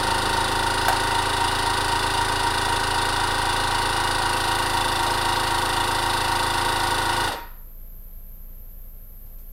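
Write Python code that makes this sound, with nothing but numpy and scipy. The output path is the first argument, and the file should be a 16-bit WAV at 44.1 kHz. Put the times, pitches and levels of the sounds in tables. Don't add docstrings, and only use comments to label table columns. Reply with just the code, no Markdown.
import sys
import numpy as np
from scipy import signal
from scipy.fft import rfft, irfft, next_fast_len
from scipy.io import wavfile
from scipy.ndimage import map_coordinates

SR = 44100
rng = np.random.default_rng(int(sys.argv[2]) if len(sys.argv) > 2 else 0)


def transcribe(signal):
    frames = np.atleast_2d(signal).T
    limited = np.clip(frames, -1, 1)
    pcm = np.round(limited * 32767).astype(np.int16)
    wavfile.write(sys.argv[1], SR, pcm)


N = 419832

# t/s, speed/(turns/s)
SPEED = [(0, 26.824), (.3, 26.755), (1.2, 27.182), (3.9, 27.463), (4.7, 27.153), (5.6, 27.181),
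         (7.28, 27.078)]
GEARING = 25 / 7
# onset/turn, rise/turn, hold/turn, fall/turn, level over the rest of the turn/dB
THUD = (0.135, .06, 0.053, 0.072, 0.84)
KNOCK = (0.598, 0.079, .04, 0.14, 2.1)
PUFF = (0.707, 0.065, 0.16, 0.31, 8.9)
RING = (0.6, 0.2, 0.5, 0.5, -5)


def amp(db):
    return 10 ** (np.asarray(db) / 20)


def unit(x):
    return x / np.sqrt(np.mean(x ** 2) + 1e-20)


def along(points, hz):
    f, v = np.transpose(points)
    return np.interp(np.log(hz + 1), np.log(f), v)


def curve(rows):
    return np.interp(np.arange(N) / SR, *np.transpose(rows))


def wobble(rate_hz):
    knots = rng.standard_normal(int(N * rate_hz / SR) + 4)
    return map_coordinates(knots, [np.arange(N) * rate_hz / SR])


def filtered(x, response):
    size = next_fast_len(N + SR // 2)
    return irfft(rfft(x, size) * response(np.fft.rfftfreq(size, 1 / SR)), size)[:N]


def resonance(f, hz, width):
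    return 1j * f * width / (hz * hz - f * f + 1j * f * width)


def peaks(modes, f):
    return np.sqrt(sum(np.abs(amp(db) * resonance(f, hz, width)) ** 2 for hz, width, db in modes))


def ringing(x, gain, size=8192):
    cepstrum = irfft(np.log(gain(np.fft.rfftfreq(size, 1 / SR)) + 1e-6))
    cepstrum[1:size // 2] *= 2
    cepstrum[size // 2 + 1:] = 0
    impulse = irfft(np.exp(rfft(cepstrum)))
    return signal.fftconvolve(x, impulse)[:N]


def looped(cycle, turn):
    return map_coordinates(cycle, [turn % 1 * len(cycle)], mode="grid-wrap")


def random_cycle(size):
    return irfft(np.exp(2j * np.pi * rng.random(size // 2 + 1)))


def background():
    # f/Hz, level/dB rms
    hum_tones = [(56.5, -54), (87.5, -57.5), (177, -63), (230, -68.5), (512, -71.5)]
    # f/Hz, relative density/dB
    noise_points = [(20, -8), (45, -8.5), (70, -15), (100, -18.5), (140, -26), (200, -27), (300, -34),
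                    (600, -33), (850, -39.5), (1500, -43.5), (2500, -48.5), (6000, -53), (15500, -46.5)]
    t = np.arange(N) / SR
    white = rng.standard_normal(N)
    noise = amp(-49.5) * unit(filtered(white, lambda f: amp(along(noise_points, f)) * f / np.hypot(f, 20)))
    hum = np.zeros(N)
    for hz, db in hum_tones:
        hum += amp(db) * np.sqrt(2) * np.sin(2 * np.pi * hz * t + 0.94 * wobble(6))
    drone = np.sqrt(2) * np.sin(2 * np.pi * 27.1 * t + 0.175 * wobble(6))
    drone *= amp(-37.5 + 0.49 * wobble(10))
    return noise + hum + drone * curve([(7.33, 0.11), (7.42, 0.87)])


def kitchen(x):
    # f/Hz, t60/s
    decay_points = [(150, 0.2), (1200, 0.53), (4000, 0.44), (9000, 0.31), (15000, 0.033)]
    hz, t, z = signal.stft(rng.standard_normal(SR // 2), SR, nperseg=256)
    decay = amp(-60 * t / along(decay_points, hz)[:, None])
    tail = signal.istft(z * decay, SR, nperseg=256)[1]
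    delayed = np.pad(unit(tail), (SR // 200, 0))
    return signal.fftconvolve(x, delayed / np.sqrt(len(tail)))[:N]


def whistle():
    # f/Hz, width/Hz, relative level/dB
    gap_modes = [(10860, 120, -8), (11500, 250, -8), (11900, 260, -0.5), (12500, 70, -1), (12500, 110, -8),
                 (12950, 230, -3), (13286, 120, -15), (13660, 97, -3), (14170, 90, -13), (14300, 150, -10)]
    start_s, rise_s, level_db = 4.22, .16, -50
    opening = np.clip((np.arange(N) / SR - start_s) / rise_s, 0, 1)
    white = rng.standard_normal(N)
    tones = filtered(white, lambda f: peaks(gap_modes, f) * resonance(f, hz=12630, width=4300) ** 2)
    return amp(level_db) * opening * unit(tones)


def bag():
    # t/s, body level/dB, body f/Hz, t60/s, crackle level re body/dB
    snap_rows = [(.882, -20, 1400, .05, -1), (.884, -13, 770, .065, -12), (2.735, -31, 600, .15, -25),
                 (5.066, -28, 600, .15, -25), (9.262, -66, 700, .2, 2), (9.385, -66, 700, .2, 6)]
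    out, t = np.zeros(N), np.arange(N) / SR
    for s, db, hz, t60, crackle_db in snap_rows:
        body = unit(filtered(rng.standard_normal(N), lambda f: resonance(f, hz, width=370) ** 2))
        crackle = unit(filtered(rng.standard_normal(N), lambda f: resonance(f, hz=3000, width=16000)))
        envelope = (t >= s) * amp(db - 60 * np.abs(t - s) / t60)
        out += envelope * (body + amp(crackle_db) * crackle)
    return out


def coasting():
    off_s, coast_s, exponent = 7.271, .16, .9
    return np.clip(1 - (np.arange(N) / SR - off_s) / coast_s, 0, 1) ** exponent


def blow(turn, onset, rise, hold, fall, db):
    age = (turn - onset) % 1
    pulse = np.minimum(age / rise, 1) * np.exp(-np.maximum(age - rise - hold, 0) / fall)
    return unit(1 + amp(db) * pulse)


def throb(x, turn, depth):
    slip = (2 * GEARING - 7.0017) * (turn - 31.2)
    casing = filtered(x, lambda f: resonance(f, hz=921, width=63))
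    return x + depth * np.cos(2 * np.pi * slip) * casing


def valve_air(turn, size=1620):
    # f/Hz, width/Hz, relative level/dB
    valve_modes = [(2697, 52, -1.5), (2873, 66, 0.5), (3050, 103, -4), (3514, 97, 2), (3785, 63, 2.5),
                   (4143, 57, 0), (4450, 81.4, 0), (4825, 125, -1.5), (5150, 40, -5.5), (8810, 170, -7.5),
                   (9460, 100, -7.5), (9430, 81, -8.5), (9740, 200, -10.5)]
    # f/Hz, relative density/dB
    rush_points = [(1200, -31), (2300, -28.5), (2700, -11), (4900, -12.5), (5500, -11.5), (6600, -20),
                   (7500, -16.5), (8200, -16.5), (9600, -14), (10500, -16.5), (12500, -29.5), (15700, -37)]
    flap_rate_hz, flap_decay_s = 450, 0.0053
    flaps = (rng.random(N) < flap_rate_hz / SR) * (.5 + rng.random(N))
    flutter = unit(signal.lfilter([1], [1, -np.exp(-1 / (flap_decay_s * SR))], flaps))
    puff = blow(turn, *PUFF) ** 1.11 * amp(0.216 * wobble(40)) * (1 + 0.09 * flutter)
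    rattle = unit(looped(random_cycle(size), turn))
    air = rng.standard_normal(N) + 0.77 * rattle
    spray = ringing(air * puff, lambda f: np.hypot(peaks(valve_modes, f), amp(along(rush_points, f))))
    return amp(-29.5) * unit(spray)


def gears(turn, size=11340):
    # f/Hz, relative density/dB
    chatter_points = [(60, -14.5), (210, -16.5), (360, -5), (480, -7.5), (610, -12), (760, -4), (880, -10),
                      (935, 6.5), (995, -7), (1480, -6.5), (1690, -13.5), (1850, -6), (2200, -21),
                      (2450, -14.5), (3000, -31)]
    knock, valve = blow(turn, *KNOCK), blow(turn, *PUFF)
    meeting = turn / 7
    teeth = unit(looped(random_cycle(size), meeting)) + 0.59 * rng.standard_normal(N)
    low = filtered(teeth, lambda f: f < 1150)
    blows = low * valve ** 0.39 + (teeth - low) * knock ** 0.47
    chatter = unit(ringing(blows, lambda f: amp(along(chatter_points, f))))
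    whine = unit(np.sin(2 * np.pi * 10 * GEARING * turn) * valve ** .5)
    return amp(-31.0) * chatter + amp(-43.5) * whine


def pump_tones(turn, load, size=1024, count=3):
    # f/Hz, level running free/dB, level at full load/dB
    orders = [(27, -35.5, -36.5), (82, -38.5, -41), (109, -39, -39.5), (136, -48.5, -47), (353, -46.5, -37),
              (381, -39, -59), (516, -51.5, -42.5), (761, -43.5, -36.5), (815, -38.5, -38),
              (925, -32, -35.5), (952, -33.5, -32), (1115, -43.5, -36.5), (1468, -40, -37.5),
              (1503, -43.5, -41), (1969, -43.5, -44.5)]
    # f/Hz, level/dB
    buzz = [(54, -63), (170, -67), (220, -60), (500, -59), (610, -61), (900, -53.5), (1150, -44),
            (1280, -63), (1560, -42.5), (1690, -77.5), (1850, -55), (2050, -57), (2250, -80), (2450, -60.5)]
    # f/Hz, width/Hz, level/dB
    casing_modes = [(279, 46, -45), (473, 30, -49.5), (807, 46, -39.5), (1040, 60, -44.5),
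                    (1215, 41, -46.5), (1402, 43, -43.5), (1616, 26, -51), (1845, 31, -43.5),
                    (2130, 27, -56)]
    # f/Hz, width/Hz, level/dB
    slack_modes = [(190, 10, -44), (330, 17, -44), (425, 27, -50), (538, 30, -41.5), (1460, 38, -41.5)]
    # from f/Hz, to f/Hz, blow
    band_rows = [(0, 650, THUD), (650, 880, KNOCK), (880, 1070, RING), (1070, 1250, THUD),
                 (1250, 2500, KNOCK)]
    slack_end_s, slack_fade_s = 1.5, 1.1
    hz = np.arange(size // 2 + 1) * np.median(np.transpose(SPEED)[1])
    angle = np.arange(size) / size
    bands = [((hz >= low) & (hz < high), blow(angle, *shape)) for low, high, shape in band_rows]
    phase = np.exp(2j * np.pi * rng.random(len(hz)))
    tone_hz, free_db, loaded_db = np.transpose(orders)
    slack = np.clip((slack_end_s - np.arange(N) / SR) / slack_fade_s, 0, 1)
    states = [
        (slack, free_db, slack_modes),
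        ((1 - slack) * (1 - load), free_db, []),
        ((1 - slack) * load, loaded_db, []),
    ]
    out = np.zeros(N)
    for share, strong_db, flow_modes in states:
        level = np.hypot(amp(along(buzz, hz)), peaks(casing_modes, hz))
        level[np.rint(tone_hz / hz[1]).astype(int)] = amp(strong_db)
        level = np.hypot(level, peaks(flow_modes, hz)) * (hz > 0) * (hz < buzz[-1][0])
        lines = level * phase
        for _ in range(count):
            lines = sum(band * rfft(irfft(lines * band) * gain) for band, gain in bands)
            lines = level * np.exp(1j * np.angle(lines))
        out += share * looped(irfft(lines) * size / np.sqrt(2), turn)
    return out


def scene():
    # t/s, load/(0-1)
    load_rows = [(1.05, 0), (2.3, 0), (3.1, 0.22), (4.15, 0.63), (4.5, 0.76)]
    running = coasting()
    turn = np.cumsum(curve(SPEED) * running) / SR - .099
    turn = turn + 0.00039 * wobble(30)
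    drive = amp(-0.38) * running ** 1.42
    load = np.clip(curve(load_rows), 0, 1)
    tones = amp(0.84) * throb(pump_tones(turn, load), turn, depth=0.34) * drive ** 1.9
    chatter = throb(gears(turn), turn, depth=0.28) * drive
    air = valve_air(turn) * drive ** 1.77
    snaps = bag()
    knocks = filtered(tones, lambda f: resonance(f, hz=1402, width=640) ** 2)
    room = kitchen(amp(-3.0) * chatter + amp(-10) * knocks + amp(-10) * air + amp(-7) * snaps)
    return (tones + chatter + air + snaps + room + whistle() + background())[None]


def record(dry):
    return filtered(dry[0], lambda f: f < 15800)[None]


dry = scene()
out = record(dry)
transcribe(out)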